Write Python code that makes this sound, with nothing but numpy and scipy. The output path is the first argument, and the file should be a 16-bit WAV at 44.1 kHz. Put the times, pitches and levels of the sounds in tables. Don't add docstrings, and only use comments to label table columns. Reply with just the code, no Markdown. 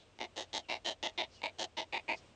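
import sys
import numpy as np
from scipy import signal
from scipy.fft import rfft, irfft, next_fast_len
from scipy.io import wavfile
from scipy.ndimage import map_coordinates

SR = 44100
rng = np.random.default_rng(int(sys.argv[2]) if len(sys.argv) > 2 else 0)


def transcribe(signal):
    frames = np.atleast_2d(signal).T
    limited = np.clip(frames, -1, 1)
    pcm = np.round(limited * 32767).astype(np.int16)
    wavfile.write(sys.argv[1], SR, pcm)


N = 103635
T = np.arange(N) / SR
SIZE = 8192
HZ = np.fft.rfftfreq(SIZE, 1 / SR)

# (frequency [Hz], relative level [dB])
WIND_COLOUR = [(15, -37), (25, -13.5), (55, 2.5), (110, -2.5), (180, -4.5), (300, -5), (600, -4.5),
               (760, -9), (1100, -12), (1800, -16), (2700, -13), (3600, -16), (4400, -20), (5800, -21.5),
               (8600, -26.5), (9600, -42.5), (12000, -58.5), (15500, -65)]
# (frequency [Hz], side level against the middle [dB])
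WIND_SPREAD = [(30, -22), (50, -14.5), (85, -17), (200, -14.5), (600, -21.5), (3000, -33.5), (12000, -24.5)]
# (time [s], level [dB])
WIND_LEVEL = [(0, -64.5), (.5, -64.5), (1.0, -65.5), (1.35, -64), (1.75, -65), (2.2, -62), (2.35, -64)]
# (start [s], length [s], first pitch [Hz], last pitch [Hz], level [dB])
FAR_CHIRPS = [(.0, 0.12, 3880, 2410, -82), (.62, .06, 2980, 2670, -67.5), (1.342, 0.078, 3140, 2760, -66)]
# (peak time [s], half length [s], level [dB], centre frequency [Hz])
FEATHER_RUSTLES = [(0.006, 0.025, -65.5, 3520), (1.354, 0.028, -63, 4800), (2.177, 0.017, -60, 4880)]
# (time [s], level [dB], cluck number [from 0])
LONE_PULSES = [(0.189, -44, 0), (1.4178, -42.5, 7)]
# (start [s], swell time [s], last pulse before the catch [s], tail fade time [s], level [dB],
# relative tail level [dB], pulse rate [Hz], flutter depth [dB], limp depth [dB])
CLUCK_RHYTHMS = [(0.2002, 0.0027, .2298, 0.027, -39.5, -7.5, 374.6, 23, 17),
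                 (0.361, 0.012, .3976, 0.038, -40, -5.5, 325.3, 24, 2.5),
                 (0.5308, 0.0067, .5813, .020, -38, -8.5, 318.8, 14, -3.5),
                 (0.685, 0.012, .7413, 0.034, -37.5, -9, 339.4, 9.5, 5),
                 (0.847, .013, .8968, 0.032, -36, -7.5, 340.5, 2, 6.5),
                 (1.0280, 0.0041, 1.0713, 0.028, -36.5, -15, 352.4, 5, 7),
                 (1.1760, 0.0081, 1.2203, 0.029, -35, -10.5, 357.5, 2.5, 9),
                 (1.4319, 0.003, 1.4677, 0.029, -36.5, -13.5, 316.9, 6, 6),
                 (1.5836, 0.012, 1.6310, 0.019, -38, -3, 343.5, 12, 0),
                 (1.7680, 0.0083, 1.8068, 0.027, -37.5, -7, 315.4, 1, 2),
                 (1.925, 0.0068, 1.9780, .024, -37, -12, 343, 3, -2),
                 (2.08, 0.011, 2.1240, 0.023, -34.5, -7.5, 336.1, 2, 6)]
# (main tone [Hz], upper tone [dB], 2nd tone [Hz], 2nd tone [dB], 3rd tone [Hz], 3rd tone [dB],
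# 4th tone [Hz], 4th tone [dB], treble [dB], treble edge [Hz])
BILL_SHAPES = [(648, 2.5, 2110, -2, 2850, -6.5, 3690, -7.5, -17.5, 6430),
               (597, 0, 1870, -7.5, 3050, -3, 3780, -5, -12, 10100),
               (700, -4, 2030, -6, 3250, -2, 3900, -1.5, -11.5, 9200),
               (676, 3, 2170, -1, 2750, -3, 3900, -5.5, -14, 5960),
               (625, -1.5, 1890, -7, 3070, 1, 3900, -4, -14, 10000),
               (643, -0.5, 1980, -5, 2850, -4, 3400, 0, -13, 7000),
               (640, 3, 2120, 0, 2820, -3, 3610, 1, -18, 6200),
               (660, 5.5, 2285, 2.5, 2820, -4, 3820, -6.5, -12, 5030),
               (614, -1, 1830, -8.5, 3090, -0.5, 4020, -5, -11.5, 9200),
               (617, 3, 2060, -3.5, 2950, -2, 3690, -2.5, -13, 6250),
               (650, 5.5, 2060, -1.5, 2420, 4.5, 3640, -6.5, -14.5, 5200),
               (636, 3, 2190, 2.5, 2470, 2, 4700, -13.5, -17.5, 4860)]
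# (frequency [Hz], relative level [dB])
CLICK_COLOUR = [(100, -36.5), (1300, -9.5), (2800, -8), (4500, -1.5), (5300, -3), (6500, -1), (9000, -24.5)]
# (frequency [Hz], relative level [dB])
FIZZ_COLOUR = [(100, -56), (1400, -31), (5000, -26.5), (8300, -33.5), (9300, -52.5), (12000, -52.5),
               (15500, -64.5)]
# (frequency [Hz], gain [dB])
ECHO_COLOUR = [(150, -4.5), (380, -8), (700, 21), (1200, -14), (3000, -2.5), (8000, -11.5)]


def amp(db):
    return 10 ** (np.asarray(db) / 20)


def unit(x):
    return x / np.sqrt(np.mean(x ** 2) + 1e-20)


def along(points, hz):
    freqs, values = np.transpose(points)
    return np.interp(np.log(hz + 1), np.log(freqs + 1), values)


def wobble(rate):
    return map_coordinates(rng.standard_normal(int(N * rate / SR) + 4), [T * rate])


def filtered(x, response):
    size = next_fast_len(N + SR // 2)
    return irfft(rfft(x, size) * response(np.fft.rfftfreq(size, 1 / SR)), size)[..., :N]


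def causal(gain):
    cepstrum = irfft(np.log(np.maximum(gain, 1e-6)))
    cepstrum[1:SIZE // 2] *= 2
    cepstrum[SIZE // 2 + 1:] = 0
    return np.exp(rfft(cepstrum))


def add(track, start, x):
    part = track[round(start * SR):][:len(x)]
    part += x[:len(part)]


def wind():
    noise = rng.standard_normal((2, N))
    mid, side = filtered(noise, lambda hz: amp(along(WIND_COLOUR, hz) + [0 * hz, along(WIND_SPREAD, hz)]))
    level_db = np.interp(T, *np.transpose(WIND_LEVEL)) + 0.91 * wobble(10.58)
    return unit(np.array([mid + side, mid - side])) * amp(level_db)


def hum():
    pitch_hz = 88.5 + 4.14 * wobble(9.63)
    tone = np.sqrt(2) * np.sin(2 * np.pi * np.cumsum(pitch_hz) / SR)
    return tone * amp(-73 + 0.7 * wobble(6.58)) * amp([[4], [-4]])


def far_bird():
    out = np.zeros(N)
    for start, length, first_hz, last_hz, db in FAR_CHIRPS:
        progress = np.clip((T - start) / length, 0, 1)
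        hz = (first_hz + (last_hz - first_hz) * progress) * (1 + .07 * wobble(330))
        swell = np.sqrt(2 * np.abs(np.sin(np.pi * progress)))
        out += amp(db) * swell * np.sin(2 * np.pi * np.cumsum(hz) / SR)
    return out


def feathers(width_octaves=0.55, top_hz=8600):
    out = np.zeros(N)
    for peak, half, db, centre in FEATHER_RUSTLES:
        band = lambda hz: (hz < top_hz) / (1 + (np.log2((hz + 1) / centre) / width_octaves) ** 2) ** 2
        hiss = unit(filtered(rng.standard_normal(N), band))
        swell = np.exp(-((T - peak) / half) ** 2 / 2)
        out += hiss * amp(db + 0.88 * wobble(100)) * swell
    return out


def throat_ring(main_hz, upper_db, hz2, db2, hz3, db3, hz4, db4, treble_db, edge_hz):
    # (frequency [Hz], width [Hz], relative level [dB])
    tones = [(310, 328, -7), (main_hz, 291, 0), (901, 128, upper_db),
             (hz2, 423, db2), (hz3, 500, db3), (hz4, 726, db4)]
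    tone_power = sum(np.abs(HZ * width / (hz ** 2 - HZ ** 2 + 1j * HZ * width)) ** 4 * amp(db) ** 2
                     for hz, width, db in tones)
    click = amp(treble_db + along(CLICK_COLOUR, HZ))
    treble_cut = 1 / (1 + (HZ / edge_hz) ** 34)
    fizz = amp(along(FIZZ_COLOUR, HZ) + treble_db + 13)
    high_ring = amp(-29) / (1 + ((HZ - 6670) / 415) ** 4)
    gain = np.sqrt((tone_power + click ** 2) * treble_cut ** 2 + high_ring ** 2 + fizz ** 2)
    lag = sum(2 * np.arctan2(HZ * width * 1.82, hz ** 2 - HZ ** 2) for hz, width, _ in tones[1::2])
    ring = irfft(causal(gain) * np.exp(-1j * lag))[:SIZE // 2]
    return ring / np.linalg.norm(ring)


def throat_pulses(swell_s, body_s, catch_s, tail_s, tail_db, rate_hz, flutter_db, limp_db):
    count, jitter, scatter_db = 30, .125, 1.6
    rise_db_per_s, tail_hz, tail_fall_db, tail_flutter_db = 1048.5, 363.4, 18, 6.5
    gaps, sizes = rng.standard_normal((2, 2, count))
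    steps = np.cumsum(1 + jitter * gaps, axis=1)
    steps -= steps[:, :1]
    early = body_s - steps[0] / rate_hz
    late = steps[1] / tail_hz
    depth = 0.55 + 0.45 * np.clip(2 * early / body_s, 0, 1)
    early_db = -rise_db_per_s * np.clip(swell_s - early, 0, swell_s)
    early_db -= depth * np.resize([0, limp_db, flutter_db], count)
    late_db = tail_db - tail_fall_db * (late / tail_s) ** 2
    late_db += tail_flutter_db * np.resize([1, 1, -2], count) / 3
    times = np.r_[np.maximum(early, 0), body_s + catch_s + late]
    levels_db = np.r_[early_db, late_db] + scatter_db * sizes.ravel()
    keep = np.r_[early > -1 / rate_hz / 2, late < 2 * tail_s]
    return times[keep], levels_db[keep]


def voice(times, levels_db, ring, rasp_db=-8, puff_s=0.0018):
    pulses = np.bincount(np.round(times * SR).astype(int), amp(levels_db), SIZE)[:SIZE]
    puff = np.exp(-np.arange(SIZE) / SR / puff_s)
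    breath_power = np.abs(signal.fftconvolve(pulses ** 2, puff / puff.sum())[:SIZE])
    breath = np.sqrt(breath_power) * rng.standard_normal(SIZE)
    return signal.fftconvolve(pulses + amp(rasp_db) * breath, ring)[:SIZE]


def twigs(sound, echo_db=-12.5, fade_s=0.014):
    t = np.arange(SIZE) / SR
    echoes = rng.standard_normal(SIZE) * amp(-60 * t / fade_s) * (t > .001)
    return sound + amp(echo_db) * signal.fftconvolve(sound, echoes / np.linalg.norm(echoes))[:SIZE]


def nestlings(catch_s=.0095):
    out = np.zeros(N)
    rings = [throat_ring(*shape) for shape in BILL_SHAPES]
    for cluck, ring in zip(CLUCK_RHYTHMS, rings):
        start, swell_s, catch_at, tail_s, db, tail_db, rate_hz, flutter_db, limp_db = cluck
        body_s = catch_at - start
        pulses = throat_pulses(swell_s, body_s, catch_s, tail_s, tail_db, rate_hz, flutter_db, limp_db)
        sound = twigs(voice(*pulses, ring))
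        add(out, start, amp(db) * sound * np.sqrt((body_s + catch_s) * SR) / np.linalg.norm(sound))
    for start, db, number in LONE_PULSES:
        tick = twigs(voice(np.zeros(1), np.zeros(1), rings[number]))
        add(out, start, amp(db) * np.sqrt(SR / 363.4) * tick)
    return out


def branch_echo(sound, fade_s=0.089):
    tail = rng.standard_normal(N) * amp(-60 * T / fade_s)
    echo = signal.fftconvolve(sound, tail / np.linalg.norm(tail))[:N]
    return amp(-19.5) * filtered(echo, lambda hz: amp(along(ECHO_COLOUR, hz)))


def scene():
    clucks = nestlings()
    return clucks + branch_echo(clucks) + feathers() + far_bird() + wind() + hum()


def record(dry):
    return filtered(dry, lambda hz: hz < 15700)


dry = scene()
out = record(dry)
transcribe(out)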